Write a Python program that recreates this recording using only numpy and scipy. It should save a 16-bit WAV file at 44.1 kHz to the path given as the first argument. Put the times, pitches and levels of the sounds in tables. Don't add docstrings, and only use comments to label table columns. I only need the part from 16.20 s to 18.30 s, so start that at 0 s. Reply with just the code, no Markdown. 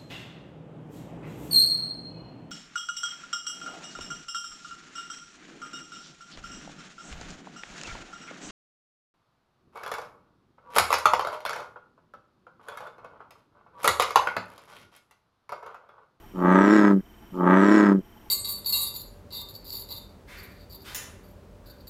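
import sys
import numpy as np
from scipy import signal
from scipy.fft import rfft, irfft, next_fast_len
from scipy.io import wavfile

SR = 44100
rng = np.random.default_rng(int(sys.argv[2]) if len(sys.argv) > 2 else 0)


def wav_out(sig):
    wavfile.write(sys.argv[1], SR, np.round(np.clip(np.atleast_2d(sig).T, -1, 1) * 32767).astype(np.int16))


N = 92610

# time in seconds, snap rate in Hz.
SNAP_RATE_1 = [(0.13, 92.5), (0.22, 89.2), (0.254, 89.3), (0.382, 95.4), (0.54, 106.8), (0.68, 101.1),
               (0.82, 93.4)]
SNAP_RATE_2 = [(1.12, 92.4), (1.21, 89.5), (1.254, 89.1), (1.424, 98.0), (1.488, 102.5), (1.55, 106.4),
               (1.676, 101.0), (1.82, 92.8)]
# time in seconds, then hum, boom, low rasp, high rasp and treble in dB,
# before their trims.
SWELL_1 = [(0.14, -54, -41.5, -57, -73, -81), (0.174, -29.5, -36, -42.5, -62, -64),
           (0.238, -27, -23.5, -28, -41, -64), (0.25, -20.5, -23, -25, -36, -62),
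           (0.324, -17, -22, -22.5, -28, -49.5), (0.568, -27.5, -17.5, -28, -29, -38.5),
           (0.67, -19, -21, -27.5, -31, -48), (0.724, -18.5, -20.5, -29, -42, -56),
           (0.746, -15.5, -25, -39, -56, -67), (0.78, -19.5, -28, -53, -62, -76),
           (0.788, -19.5, -38, -53, -61, -70), (0.808, -34.5, -42.5, -60.5, -63, -81)]
SWELL_2 = [(1.125, -35, -57, -59, -79, -75), (1.151, -42, -33.5, -45, -83, -63),
           (1.217, -24, -28.5, -26.5, -48.5, -75), (1.303, -18.5, -19.5, -19, -27.5, -56),
           (1.423, -19.5, -21, -24, -29.5, -44.5), (1.565, -29.5, -18, -24.5, -28, -38.5),
           (1.665, -18, -21, -24, -30, -46.5), (1.721, -17, -21, -24.5, -39.5, -54),
           (1.753, -18, -24, -37.5, -54, -72), (1.787, -20, -36.5, -48, -65, -70),
           (1.793, -31, -28.5, -55, -70, -67), (1.81, -37, -39, -73, -71, -85)]
STRONG_SNAP_S = [.4995, 1.456]
# push, click and leading click in relative dB,
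# lateness in ms.
LIMP = [(3.5, -0.5, -7.5, -0.029), (2.8, 0.5, -1.5, -0.068), (-2.2, -1, -6.5, 0.13)]
# frequency in Hz, relative gain in dB.
BOOM_COLOUR = [(50, -52), (140, -14.5), (190, 3.5), (250, 3.5), (320, 6.5), (400, 2.5), (480, -5.5),
               (620, -15), (1000, -57)]
LOW_RASP_COLOUR = [(250, -26.5), (450, -15), (560, 8), (660, 0.5), (760, -6.5), (870, 4.5), (1000, 3),
                   (1200, 1.5), (1350, 4), (1600, -18.5), (2600, -58.5)]
HIGH_RASP_COLOUR = [(700, -44), (1200, -20.5), (1480, 2), (1750, 5), (1950, -1), (2150, -7.5),
                    (2600, -18.5), (3400, -19.5), (5000, -60.5)]
TREBLE_COLOUR = [(1500, -34.5), (2600, 5), (3500, 7), (4600, -1), (6000, -11), (7400, -1), (8600, -24.5),
                 (11500, -23), (15000, -31)]
# multiple of the snap rate, width in Hz, relative level in dB.
THROAT_MODES = [(6.1, 220, -1.5), (9.6, 45, -1.5), (12.7, 90, 0)]
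# final pitch in Hz, fall in Hz over the last GLIDE_S, width in Hz,
# relative level in dB.
SAC_RINGS = [(2580, 1500, 170, -15), (4966, 1300, 160, -10.5), (6200, 2300, 150, -14),
             (7860, 3500, 300, -26)]
# frequency in Hz, relative gain in dB.
AIR_COLOUR = [(12, -24.5), (20, 0), (62, -6.5), (170, -15.5), (205, -12.5), (241, -20), (315, -13.5),
              (538, -25), (871, -22), (996, -21.5), (3060, -32), (4110, -41), (12000, -43.5), (15600, -60),
              (22000, -120)]
# pitch in Hz, width of the
# resonance in Hz, level in dB.
CHORUS = [(215, 37, -57.5), (337, 120, -60.5), (684, 50, -67.5), (5624, 200, -74), (13372, 320, -68)]
# middle of a pip in seconds, peak level in dB.
FROG_PIPS = [(.045, -50), (1.033, -50), (1.868, -52.5), (1.968, -51), (2.068, -49.5)]

LEAD_MS, LEAD_SCATTER_MS, JITTER_MS, SCATTER_DB = 2.6, 0.1, 0.079, 0.65
HUM_TRIM_DB, BOOM_TRIM_DB, LOW_RASP_TRIM_DB, FIZZ_TRIM_DB = -3, 1, -2, -5.5
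GLIDE_S, GLIDE_BEND = 0.5, 1.75

TIME = np.arange(N) / SR
FFT_SIZE = 2 * next_fast_len(N)
BIN_HZ = np.fft.rfftfreq(FFT_SIZE, 1 / SR)


def croak(snap_rate, swell, strong_s, air_fade_s=0.11, edge_s=0.0036):
    start, end = swell[0][0], swell[-1][0]
    rate_hz, = curves(snap_rate)
    hum_db, boom_db, low_db, high_db, treble_db = curves(swell)
    cycles = np.cumsum(rate_hz) / SR
    cycles -= np.interp(strong_s, TIME, cycles)
    snaps, pushes = vocal_folds(cycles)
    air = np.clip((end - TIME) / air_fade_s - 0.5, 0, 1)
    slack = (np.clip(end - TIME, 0, end - start) / GLIDE_S) ** GLIDE_BEND
    out = amp(hum_db + HUM_TRIM_DB) * sac_hum(cycles, rate_hz)
    out += amp(boom_db + BOOM_TRIM_DB) * sac_boom(pushes, cycles, air)
    out += amp(low_db + LOW_RASP_TRIM_DB) * low_rasp(snaps, cycles, rate_hz, air)
    out += amp(high_db) * high_rasp(snaps, cycles)
    out += amp(treble_db) * sac_treble(snaps, cycles, slack)
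    return out * np.clip(1 + np.minimum(TIME - start, end - TIME) / edge_s, 0, 1)


def vocal_folds(cycles, push_lag_s=0.0009):
    count = np.arange(np.ceil(cycles[0]) + 1, cycles[-1] - 1).astype(int)
    push_db, click_db, lead_db, late_ms = np.array(LIMP)[count % len(LIMP)].T
    jitter, weakness, lead_jitter, lead_scatter = rng.standard_normal((len(count), 4)).T
    times = np.interp(count, cycles, TIME) + (late_ms + JITTER_MS * jitter) / 1000
    lead_times = times - (LEAD_MS + LEAD_SCATTER_MS * lead_jitter) / 1000
    sizes = amp(click_db - SCATTER_DB * weakness)
    leads = clicks(lead_times, sizes * amp(lead_db + 2 * lead_scatter))
    pushes = clicks(times + push_lag_s, amp(push_db - SCATTER_DB * weakness))
    return unit(clicks(times, sizes) + leads), unit(pushes)


def sac_hum(cycles, rate_hz, lag_s=0.0016, fundamental_db=-43.5):
    phase = 2 * np.pi * (cycles - rate_hz * lag_s)
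    return unit(np.cos(2 * phase) + amp(fundamental_db) * np.cos(phase))


def sac_boom(pushes, cycles, air):
    drive = body_echo(pushes + 0.4 * air * puffs(cycles, sharpness=0.65))
    swing = -1j * gain_curve(BOOM_COLOUR)
    return unit(filtered(drive, swing))


def low_rasp(snaps, cycles, rate_hz, air):
    drive = body_echo(snaps + 0.14 * puffs(cycles, sharpness=0.47))
    rasp = unit(colour(drive, LOW_RASP_COLOUR))
    throat = sum(amp(db) * unit(resonate(rasp, multiple * rate_hz, width_hz))
                 for multiple, width_hz, db in THROAT_MODES)
    return unit(rasp + air * throat)


def high_rasp(snaps, cycles):
    drive = body_echo(snaps + 0.25 * puffs(cycles, sharpness=0.71))
    return unit(colour(drive, HIGH_RASP_COLOUR))


def sac_treble(snaps, cycles, slack, top_hz=11000):
    fizz = body_echo(snaps + 1.4 * puffs(cycles, sharpness=0.76))
    rings = sum(amp(db) * unit(resonate(fizz, final_hz + fall_hz * slack, width_hz))
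                for final_hz, fall_hz, width_hz, db in SAC_RINGS)
    rings = signal.sosfilt(signal.butter(4, top_hz, fs=SR, output="sos"), rings)
    return amp(FIZZ_TRIM_DB) * unit(colour(fizz, TREBLE_COLOUR)) + rings


def body_echo(x, trips_per_s=322, share=0.28):
    trip = np.exp(-2j * np.pi * BIN_HZ / trips_per_s)
    return filtered(x, 1 / (1 - share * trip))


def puffs(cycles, sharpness):
    return unit(rng.standard_normal(N) * np.exp(sharpness * np.cos(2 * np.pi * cycles)))


def far_frog(hz=848, half_width_s=0.011):
    return sum(amp(db) * np.exp(-((TIME - s) / half_width_s) ** 2) * np.sin(2 * np.pi * hz * (TIME - s))
               for s, db in FROG_PIPS)


def chorus():
    return sum(amp(db) * unit(resonate(resonate(rng.standard_normal(N), hz, width_hz), hz, width_hz))
               for hz, width_hz, db in CHORUS)


def cricket(hz=3080, fall_hz=260, strokes_per_s=24.2, db=-67):
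    stroke = (TIME * strokes_per_s + 0.66) % 1
    wing = np.sin(2 * np.pi * np.cumsum(hz - fall_hz * (stroke - 0.5)) / SR)
    smear = unit(resonate(rng.standard_normal(N), hz, width_hz=83))
    return amp(db) * unit((wing + 0.5 * smear) * np.sin(np.pi * stroke) ** 2)


def katydid(hz=13372, db=-70):
    return amp(db) * np.sin(2 * np.pi * hz * TIME)


def night_air(rumble_db=-50.5, hiss_db=-75.5):
    rumble = unit(colour(rng.standard_normal(N), AIR_COLOUR))
    return amp(rumble_db) * rumble + amp(hiss_db) * rng.standard_normal(N)


def amp(db):
    return 10 ** (np.asarray(db) / 20)


def unit(x):
    return x / np.sqrt(np.mean(x ** 2) + 1e-20)


def curves(rows):
    seconds, *columns = np.transpose(rows)
    return [np.interp(TIME, seconds, column) for column in columns]


def gain_curve(points):
    hz, db = np.transpose(points)
    return amp(np.interp(np.log(BIN_HZ + 1), np.log(hz), db))


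def filtered(x, response):
    return irfft(rfft(x, FFT_SIZE) * response)[..., :N]


def colour(x, points):
    cepstrum = irfft(np.log(gain_curve(points)))
    cepstrum[1:FFT_SIZE // 2] *= 2
    cepstrum[FFT_SIZE // 2 + 1:] = 0
    return filtered(x, np.exp(rfft(cepstrum)))


def resonate(x, hz, width_hz):
    turn = np.exp(2j * np.pi * np.cumsum(hz * np.ones(N)) / SR)
    return (turn * signal.lfilter([1], [1, -np.exp(-np.pi * width_hz / SR)], x / turn)).real


def clicks(times, gains):
    at = times[:, None] * SR
    index = np.floor(at).astype(int) + np.arange(-7, 9)
    shape = np.sinc(index - at) * np.sinc((index - at) / 8)
    return np.bincount(np.clip(index, 0, N).ravel(), (shape * gains[:, None]).ravel(), N + 1)[:N]


def scene(duck_db=6, duck_s=0.18):
    toad = croak(SNAP_RATE_1, SWELL_1, STRONG_SNAP_S[0]) + croak(SNAP_RATE_2, SWELL_2, STRONG_SNAP_S[1])
    background = night_air() + chorus() + katydid() + cricket() + far_frog()
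    loudness = signal.lfilter([1], [1, -np.exp(-1 / (duck_s * SR))], toad ** 2)
    return (toad + amp(-duck_db * loudness / loudness.max()) * background)[None]


def record(dry, top_hz=15800):
    return filtered(dry, BIN_HZ < top_hz)


dry = scene()
out = record(dry)
wav_out(out)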